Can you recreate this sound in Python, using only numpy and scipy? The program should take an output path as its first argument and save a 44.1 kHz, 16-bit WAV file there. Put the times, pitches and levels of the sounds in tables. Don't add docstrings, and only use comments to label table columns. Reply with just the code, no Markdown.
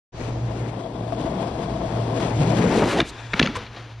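import sys
import numpy as np
from scipy import signal
from scipy.fft import rfft, irfft
from scipy.io import wavfile
from scipy.ndimage import uniform_filter1d

SR = 44100
rng = np.random.default_rng(int(sys.argv[2]) if len(sys.argv) > 2 else 0)


def wrap_up_sound(samples):
    columns = np.atleast_2d(samples).T
    tamed = np.clip(columns, -1, 1)
    steps = np.round(tamed * 32767).astype(np.int16)
    wavfile.write(sys.argv[1], SR, steps)


def level_to_linear(level):
    exponent = np.asarray(level, float) / 20
    return 10 ** exponent


N = 176400
T = np.arange(N) / SR

# frequency in Hz, level in dB per Hz.
TOWN_SPECTRUM = [(20, 2), (53, 5.5), (150, -12), (860, -18.5), (2400, -27.5), (6500, -32.5), (11500, -78)]
TOWN_DB = -51.5

# time in seconds, level in dB.
HUM_LEVEL = [(.15, -32.5), (.3, -26), (.76, -31), (.87, -41.5), (1.0, -33), (1.4, -39), (2.1, -29),
             (2.3, -32.5), (2.42, -28), (2.85, -30.5), (3.09, -52), (3.25, -37.5), (3.62, -46.5),
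             (3.85, -41.5)]
# time in seconds, level in dB.
UNDER_LEVEL = [(.15, -45), (.4, -40), (1., -42), (1.3, -39), (1.8, -35), (2.1, -45), (2.7, -49), (3.3, -45),
               (3.6, -51), (4., -49)]
HUM_HZ, HUM_SAG_HZ_PER_S, UNDER_WIDTH_HZ = 117.55, 0.923, 2.5

# time in seconds, level in dB, closeness from 0 to 1.
ROLL = [(.14, -41.5, 0.13), (.22, -34.5, 0.75), (.38, -39, 0.22), (.61, -34.5, 0.47), (.85, -37.5, 0),
        (1.2, -31.5, 0.06), (1.65, -31.5, 0.11), (2.12, -29.5, 0.06), (2.23, -24.5, 0.28),
        (2.34, -30.5, 0.48), (2.47, -25.5, 0.28), (2.62, -25, 0.82), (2.78, -20.5, 0.85), (2.91, -22, 0.95),
        (2.955, -27.5, 0.6), (3.0, -19, 1), (3.03, -35, 1)]
# time in seconds, extra level in dB.
JOINTS = [
    (.7, -1),
    (1.127, 2),
    (1.21, 4),
    (1.348, 3),
    (1.428, 3.5),
    (1.48, 3.5),
    (2.669, -0.5),
    (2.747, -2),
]
# frequency in Hz, level in dB per Hz.
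FAR = [(90, -20.5), (150, 1.5), (1050, -12), (1250, -24), (5000, -36), (6800, -47.5), (9500, -47.5),
       (11600, -59)]
NEAR = [(70, -8.5), (140, -3), (300, 0.5), (480, -2), (900, -11), (2400, -20), (6500, -33.5),
        (11500, -46.5)]
# frequency in Hz, width in Hz, level in dB.
DECK = [(327, 89, 4), (482, 15, -2), (661, 54, 8), (990, 140, -10.5), (3370, 260, -12)]
STONES_PER_S, STONE_SPREAD_DB, JUDDER_DB, PATCH_S = 3500, 2, 0.52, .012
PASSES_S, SWING_S = 2.756, 0.083

# start in seconds, level in dB, pitch in Hz, t60 in seconds.
PEBBLES = [(.499, -19, 326, 0.038), (.584, -22, 346, .05), (.693, -25, 665, .04), (1.011, -20, 202, 0.037),
           (1.123, -15.5, 674, 0.066), (1.196, -21, 315, .045), (1.277, -18.5, 676, 0.045),
           (1.323, -20, 490, .043), (1.404, -24, 226, .04), (1.479, -12.5, 300, .02),
           (1.553, -17, 660, 0.04), (1.662, -28, 640, .05), (2.014, -22, 640, .04), (2.399, -14, 140, .06),
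           (2.427, -10, 152, .06), (2.456, -19, 153, .05), (2.483, -11, 170, .05), (2.513, -13, 189.9, .04),
           (2.549, -14, 229, 0.059), (2.592, -5.5, 221, 0.046), (2.641, -10, 480, 0.054),
           (2.671, -6, 203, 0.051), (2.743, -9.5, 332, 0.028), (2.766, -10, 340, .04),
           (2.782, -11, 477, .03), (2.844, -16, 452, 0.052), (2.878, -13, 469, .04)]
# time in seconds, pitch in Hz, level in dB.
BOOM = [
    (2.199, 121.9, -58),
    (2.381, 141.7, -24),
    (2.52, 160.4, -26),
    (2.68, 200.5, -22),
    (2.85, 209.2, -30),
    (2.93, 264, -32),
    (2.999, 270.5, -48),
]

# centre in seconds, length in seconds, level in dB, lowest frequency in Hz.
SCUFFS = [
    (2.205, 0.022, -34, 900),
    (2.919, 0.094, -27.5, 708),
    (3.068, 0.059, -41.5, 2300),
    (3.092, 0.038, -39.5, 3820),
    (3.564, 0.032, -29, 800),
]
# frequency in Hz, level in dB per Hz.
SCUFF_SPECTRUM = [(500, -35), (1000, 20.5), (2600, 11.5), (7300, -2.5), (11500, -12.5)]

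# start in seconds, level in dB, chatter length in seconds,
# brightness in dB per octave.
BLOWS = [(2.972, -27.5, 0.014, 3), (2.985, -22, 0.0049, -1), (3.0015, -10.5, 0.0068, -2.5),
         (3.014, -23.5, 0.004, -3), (3.3339, -15.5, 0.0032, -6.5), (3.3368, -14, 0.005, -4.5),
         (3.3942, -5.5, 0.0047, 1.5), (3.4148, -19, 0.002, -3), (3.4257, -12, 0.0073, 0.5),
         (3.441, -39, 0.0052, 9), (3.456, -25, .005, -4), (3.4615, -18, 0.0018, 6),
         (3.4727, -17, 0.00099, 4), (3.486, -34, 0.0056, -12), (3.511, -39, 0.0051, -4),
         (3.5545, -33, 0.0094, 2), (3.628, -38, 0.0091, -4), (3.663, -33.5, 0.015, 1),
         (3.762, -37.5, 0.02, 3)]
# frequency in Hz, level in dB per Hz.
CLACK_SPECTRUM = [(400, -24), (1200, -10), (2000, 0), (4400, -2), (5400, -13), (6800, -20), (7600, -42),
                  (11500, -56)]
# frequency in Hz, level in dB, t60 in seconds.
AXLE = [(1380, -3, .03), (1860, 0, .028), (2300, -2, .022), (2950, -3, .012), (3500, -2, .012),
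        (4200, -2, .01)]
# start in seconds, level in dB, pitch in Hz, t60 in seconds.
KNOCKS = [(2.9725, -17, 840, 0.032), (2.979, -15, 423, .03), (2.9905, -15, 710, 0.011),
          (2.9945, -5, 360, 0.011), (3.0115, -10, 315, 0.024), (3.0265, -13, 198, .02),
          (3.3338, -17, 760, 0.0069), (3.3425, -16, 194, 0.041), (3.3985, -8.5, 266, 0.059),
          (3.4153, -5, 366, 0.012), (3.419, -15.5, 149, 0.094), (3.4335, -11, 240, 0.046),
          (3.447, -23, 536, 0.089), (3.461, -18.5, 209, 0.098), (3.474, -18, 1360, 0.029),
          (3.487, -20.5, 229, 0.078), (3.5, -23, 288, 0.1), (3.77, -30.5, 700, .05),
          (3.5555, -24.5, 1017, 0.1), (3.565, -26, 104, 0.27), (3.57, -27.5, 483, 0.12)]
WALL_S, WALL_DB, YARD_T60_S, YARD_DB = 0.029, -37, 0.68, -21.5

# time in seconds, level in dB.
SLIDE = [(3.015, -47), (3.05, -47), (3.13, -48.5), (3.22, -46.5), (3.31, -51.5), (3.36, -39), (3.45, -33.5),
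         (3.5, -38), (3.54, -41), (3.631, -40), (3.7, -45.5), (3.76, -45), (3.85, -47.5), (4., -52)]
# frequency in Hz, level in dB per Hz.
GRIND = [(90, -26), (200, -2), (1100, -6), (3600, -12.5), (6700, -24.5), (7400, -36), (11500, -41)]

# time in seconds, level in dB.
SPIN = [
    (3.03, -56),
    (3.12, -51),
    (3.2, -42),
    (3.29, -47.5),
    (3.33, -37.5),
    (3.4, -53),
    (3.6, -60),
]
# frequency in Hz, width in Hz, level in dB.
BEARINGS = [(1010, 190, -1.5), (1700, 440, 0), (2450, 400, -5), (3440, 250, -6), (4970, 1100, -13),
            (6500, 350, -22)]

# frequency in Hz, difference in dB.
PORT_DB = [(100, 0.41), (350, 3.8), (620, 15), (1120, 27), (3600, 13.2), (6500, 3), (11600, 10.7)]
# frequency in Hz, phase in radians.
PORT_RAD = [(1000, 0.09), (3000, -4.5), (3600, -14), (6800, 4), (11500, 4)]
START_S, FADE_S, TOP_HZ = .12, 0.041, 11500

OPPOSITE = np.array([[1], [-1]])


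def unit(x):
    return x / np.sqrt(np.mean(x ** 2))


def butter(x, order, hz, kind="low"):
    return signal.sosfilt(signal.butter(order, hz, kind, fs=SR, output="sos"), x)


def read(table, hz):
    a = np.array(table, float)
    return np.interp(np.log(np.maximum(hz, 1)), np.log(np.maximum(a[:, 0], 1)), a[:, 1])


def colour(x, table, tilt_db=0.):
    hz = np.arange(2049) * SR / 4096
    db = read(table, hz) + tilt_db * np.log2(np.maximum(hz, 50) / 2500)
    cepstrum = irfft(db * np.log(10) / 20)
    cepstrum[1:2048] *= 2
    cepstrum[2049:] = 0
    impulse = irfft(np.exp(rfft(cepstrum)))[:2048]
    return signal.fftconvolve(x, impulse)[:len(x)]


def ring(x, modes):
    out = 0
    for hz, db, t60 in modes:
        pole = np.exp(2j * np.pi * hz / SR - np.log(1000) / (t60 * SR))
        out = out + level_to_linear(db) * signal.lfilter([1], [1, -pole], x).imag
    return out


def t60_of(width_hz):
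    return np.log(1000) / (np.pi * width_hz)


def resonances(table):
    return [(hz, db + 10 * np.log10(width), t60_of(width)) for hz, width, db in table]


def walk(rate):
    k = int(SR / rate)
    steps = np.repeat(rng.standard_normal(N // k + 1), k)
    return unit(uniform_filter1d(uniform_filter1d(steps, k), k)[:N])


def stones(per_s, spread_db):
    hit = rng.random(N) < per_s / SR
    size = np.minimum(rng.exponential(size=N), 4.5)
    return unit(hit * np.sign(rng.standard_normal(N)) * level_to_linear(spread_db * size))


def ports(x, left):
    hz = np.arange(N // 2 + 1) * SR / N
    right = level_to_linear(-read(PORT_DB, hz)) * np.exp(-1j * read(PORT_RAD, hz))
    side = np.clip(left, 0, 1.2) * irfft(rfft(x) * (1 - right) / (0.97 + right), N)
    return np.array([x + side, x - side])


def town():
    mid, side = (unit(colour(rng.standard_normal(N), TOWN_SPECTRUM)) for _ in range(2))
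    side = butter(side, 1, 1500., "high")
    rumble = unit(butter(rng.standard_normal(N), 2, [30., 80.], "band"))
    mid = mid + level_to_linear(-6.0 + 2 * walk(5.6)) * rumble
    side = side + 0.63 * butter(unit(colour(rng.standard_normal(N), TOWN_SPECTRUM)), 2, 45.)
    return (mid + 0.87 * side * OPPOSITE) * level_to_linear(TOWN_DB + 2.2 * (3.5 - T) + 5.2 * walk(3.06))


def hum():
    s, db = np.array(HUM_LEVEL).T
    phase = 2 * np.pi * np.cumsum(HUM_HZ - HUM_SAG_HZ_PER_S * T + 1.203 * walk(8)) / SR
    under = unit(ring(rng.standard_normal(N), [(60.8, 0, t60_of(UNDER_WIDTH_HZ))]))
    rough = unit(butter(rng.standard_normal(N), 2, [106., 128.], "band"))
    tone = (1.43 * np.sin(phase) + 0.43 * rough) * level_to_linear(np.interp(T, s, db) + 2 * walk(20))
    return tone + level_to_linear(np.interp(T, *np.array(UNDER_LEVEL).T) - 2.5) * under


def roll():
    s, db, close = np.array(ROLL).T
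    db = np.interp(T, s, db)
    close = np.clip(np.interp(T, s, close), 0, 1)
    patches = sum(extra_db * np.exp(-((T - at) / PATCH_S) ** 2) for at, extra_db in JOINTS)
    slow = JUDDER_DB * walk(8.18) + patches
    knock, other, fine = (stones(STONES_PER_S, STONE_SPREAD_DB) * level_to_linear(slow + 1.86 * walk(45.49))
                          for _ in range(3))
    grit = 1.08 * fine + 0.43 * level_to_linear(slow) * rng.standard_normal(N)
    knock = butter(knock, 2, 2500.) + butter(grit, 2, 2500., "high")
    far, near = unit(colour(knock, FAR)), unit(colour(knock, NEAR))
    deck = unit(ring(other, resonances(DECK)))
    body = (1 - close) * (far + level_to_linear(-2.0) * deck) + close * level_to_linear(0.5) * near
    gain = level_to_linear(db + 2.0) * np.clip((s[-1] - T) / 0.0053, 0, 1)
    left = 0.077 + 0.68 / (1 + np.exp((T - PASSES_S) / SWING_S))
    spread = butter(unit(colour(other, FAR)), 2, 500., "high")
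    spread = spread + level_to_linear(-6.) * butter(unit(colour(other, NEAR)), 4, 6500., "high")
    return ports(body * gain, left) + level_to_linear(-14.0) * gain * spread * OPPOSITE


def knocks(table):
    n = 8192
    out, t = np.zeros(N + n), T[:n]
    for s, db, hz, t60 in table:
        fade = np.log(1000) * t / t60
        wave = np.sin(2 * np.pi * hz * t) * np.exp(-fade)
        wave = wave + 0.17 * np.sin(2 * np.pi * 1.65 * hz * t) * np.exp(-1.5 * fade)
        out[int(s * SR):][:n] -= level_to_linear(db) * wave * np.minimum(t / 0.00027, 1) / np.abs(wave).max()
    return out[:N]


def ticks():
    x = np.zeros(N)
    for s, db, *_ in PEBBLES:
        x[int(s * SR):][:60] += level_to_linear(db) * rng.standard_normal(60) * np.exp(-T[:60] / .0005)
    return level_to_linear(-7) * colour(x, GRIND)


def boom():
    s, hz, db = np.array(BOOM).T
    turn = 2j * np.pi * np.cumsum(np.interp(T, s, hz)) / SR

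    def shake(width_hz):
        return butter(stones(2500., 1.1) + 1j * stones(2500., 1.1), 2, width_hz)

    low = unit((shake(30.5) * np.exp(turn)).real)
    high = unit((shake(48.0) * np.exp(2.3 * turn)).real)
    level = level_to_linear(np.interp(T, s, db, left=-120, right=-120))
    return ports((low + level_to_linear(-10.0) * high) * level, 0.8)


def scuffs():
    rub = colour(stones(6500.0, 2.2), SCUFF_SPECTRUM)
    out = np.zeros(N)
    for s, long_s, db, lowest_hz in SCUFFS:
        flick = unit(butter(rub, 4, lowest_hz, "high"))
        out += flick * level_to_linear(db) * np.exp(-((T - s) / (long_s / 2.8)) ** 2)
    return ports(out, 0.14)


def blows():
    n = 4096
    out, t = np.zeros(N + n), T[:n]
    chance = rng.standard_normal((len(BLOWS), 2, n))
    for (s, db, long_s, tilt_db), (a, b) in zip(BLOWS, chance):
        swell = np.minimum(t / (.12 * long_s), 1) * np.exp(-(t / long_s) ** 3)
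        clack = colour(a * np.sqrt(np.abs(b)) * swell, CLACK_SPECTRUM, tilt_db)
        modes = [(hz * (1 + 0.035 * b[k]), g + 2 * a[k], t60) for k, (hz, g, t60) in enumerate(AXLE)]
        axle = ring(clack, modes)
        crack = clack / np.abs(clack).max() + level_to_linear(-6.5) * axle / np.abs(axle).max()
        out[int(s * SR):][:n] += level_to_linear(db + 3.5) * crack
    return out[:N]


def yard(x):
    t = T[:SR // 2]
    tail = rng.standard_normal((2, len(t))) * level_to_linear(-60 * t / YARD_T60_S) * np.minimum(t / 0.016, 1)
    tail = signal.lfilter([1], [1, -.6], tail)
    size = np.sqrt(np.sum(tail[0] ** 2))
    tail = level_to_linear(YARD_DB) * (tail[0] + 0.048 * tail[1] * OPPOSITE) / size
    tail[:, int(WALL_S * SR)] += level_to_linear(WALL_DB)
    return signal.fftconvolve(x[None], tail, axes=1)[:, :N]


def slide():
    s, db = np.array(SLIDE).T
    grit = stones(6000., 1.8) * level_to_linear(2.2 * walk(30))
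    return ports(unit(colour(grit, GRIND)) * level_to_linear(np.interp(T, s, db, left=-120) + 4.5), 0.21)


def spin():
    s, db = np.array(SPIN).T
    whirr = ring(rng.standard_normal(N), resonances(BEARINGS))
    whirr = unit(butter(whirr, 2, [600., 9000.], "band"))
    return ports(whirr * level_to_linear(np.interp(T, s, db, left=-120, right=-120) + 2.5 * walk(40)), 0.39)


def scene():
    rolling = roll() + boom() + ports(level_to_linear(-3) * knocks(PEBBLES) + ticks(), 0.85)
    hits = blows() + knocks(KNOCKS)
    landing = ports(hits, 0.085) + yard(hits)
    return town() + hum() + rolling + scuffs() + landing + slide() + spin()


def band_limit(x):
    return signal.sosfilt(signal.butter(12, 12250, fs=SR, output="sos"), x)


def record(dry):
    x = np.tanh(1.008 * dry) / 1.003 * np.clip((T - START_S) / FADE_S, 0, 1)
    x = signal.sosfilt(signal.ellip(8, .2, 70, TOP_HZ, fs=SR, output="sos"), x)
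    x = butter(x, 2, 35., "high")
    return band_limit(x)


dry = scene()
out = record(dry)
wrap_up_sound(out)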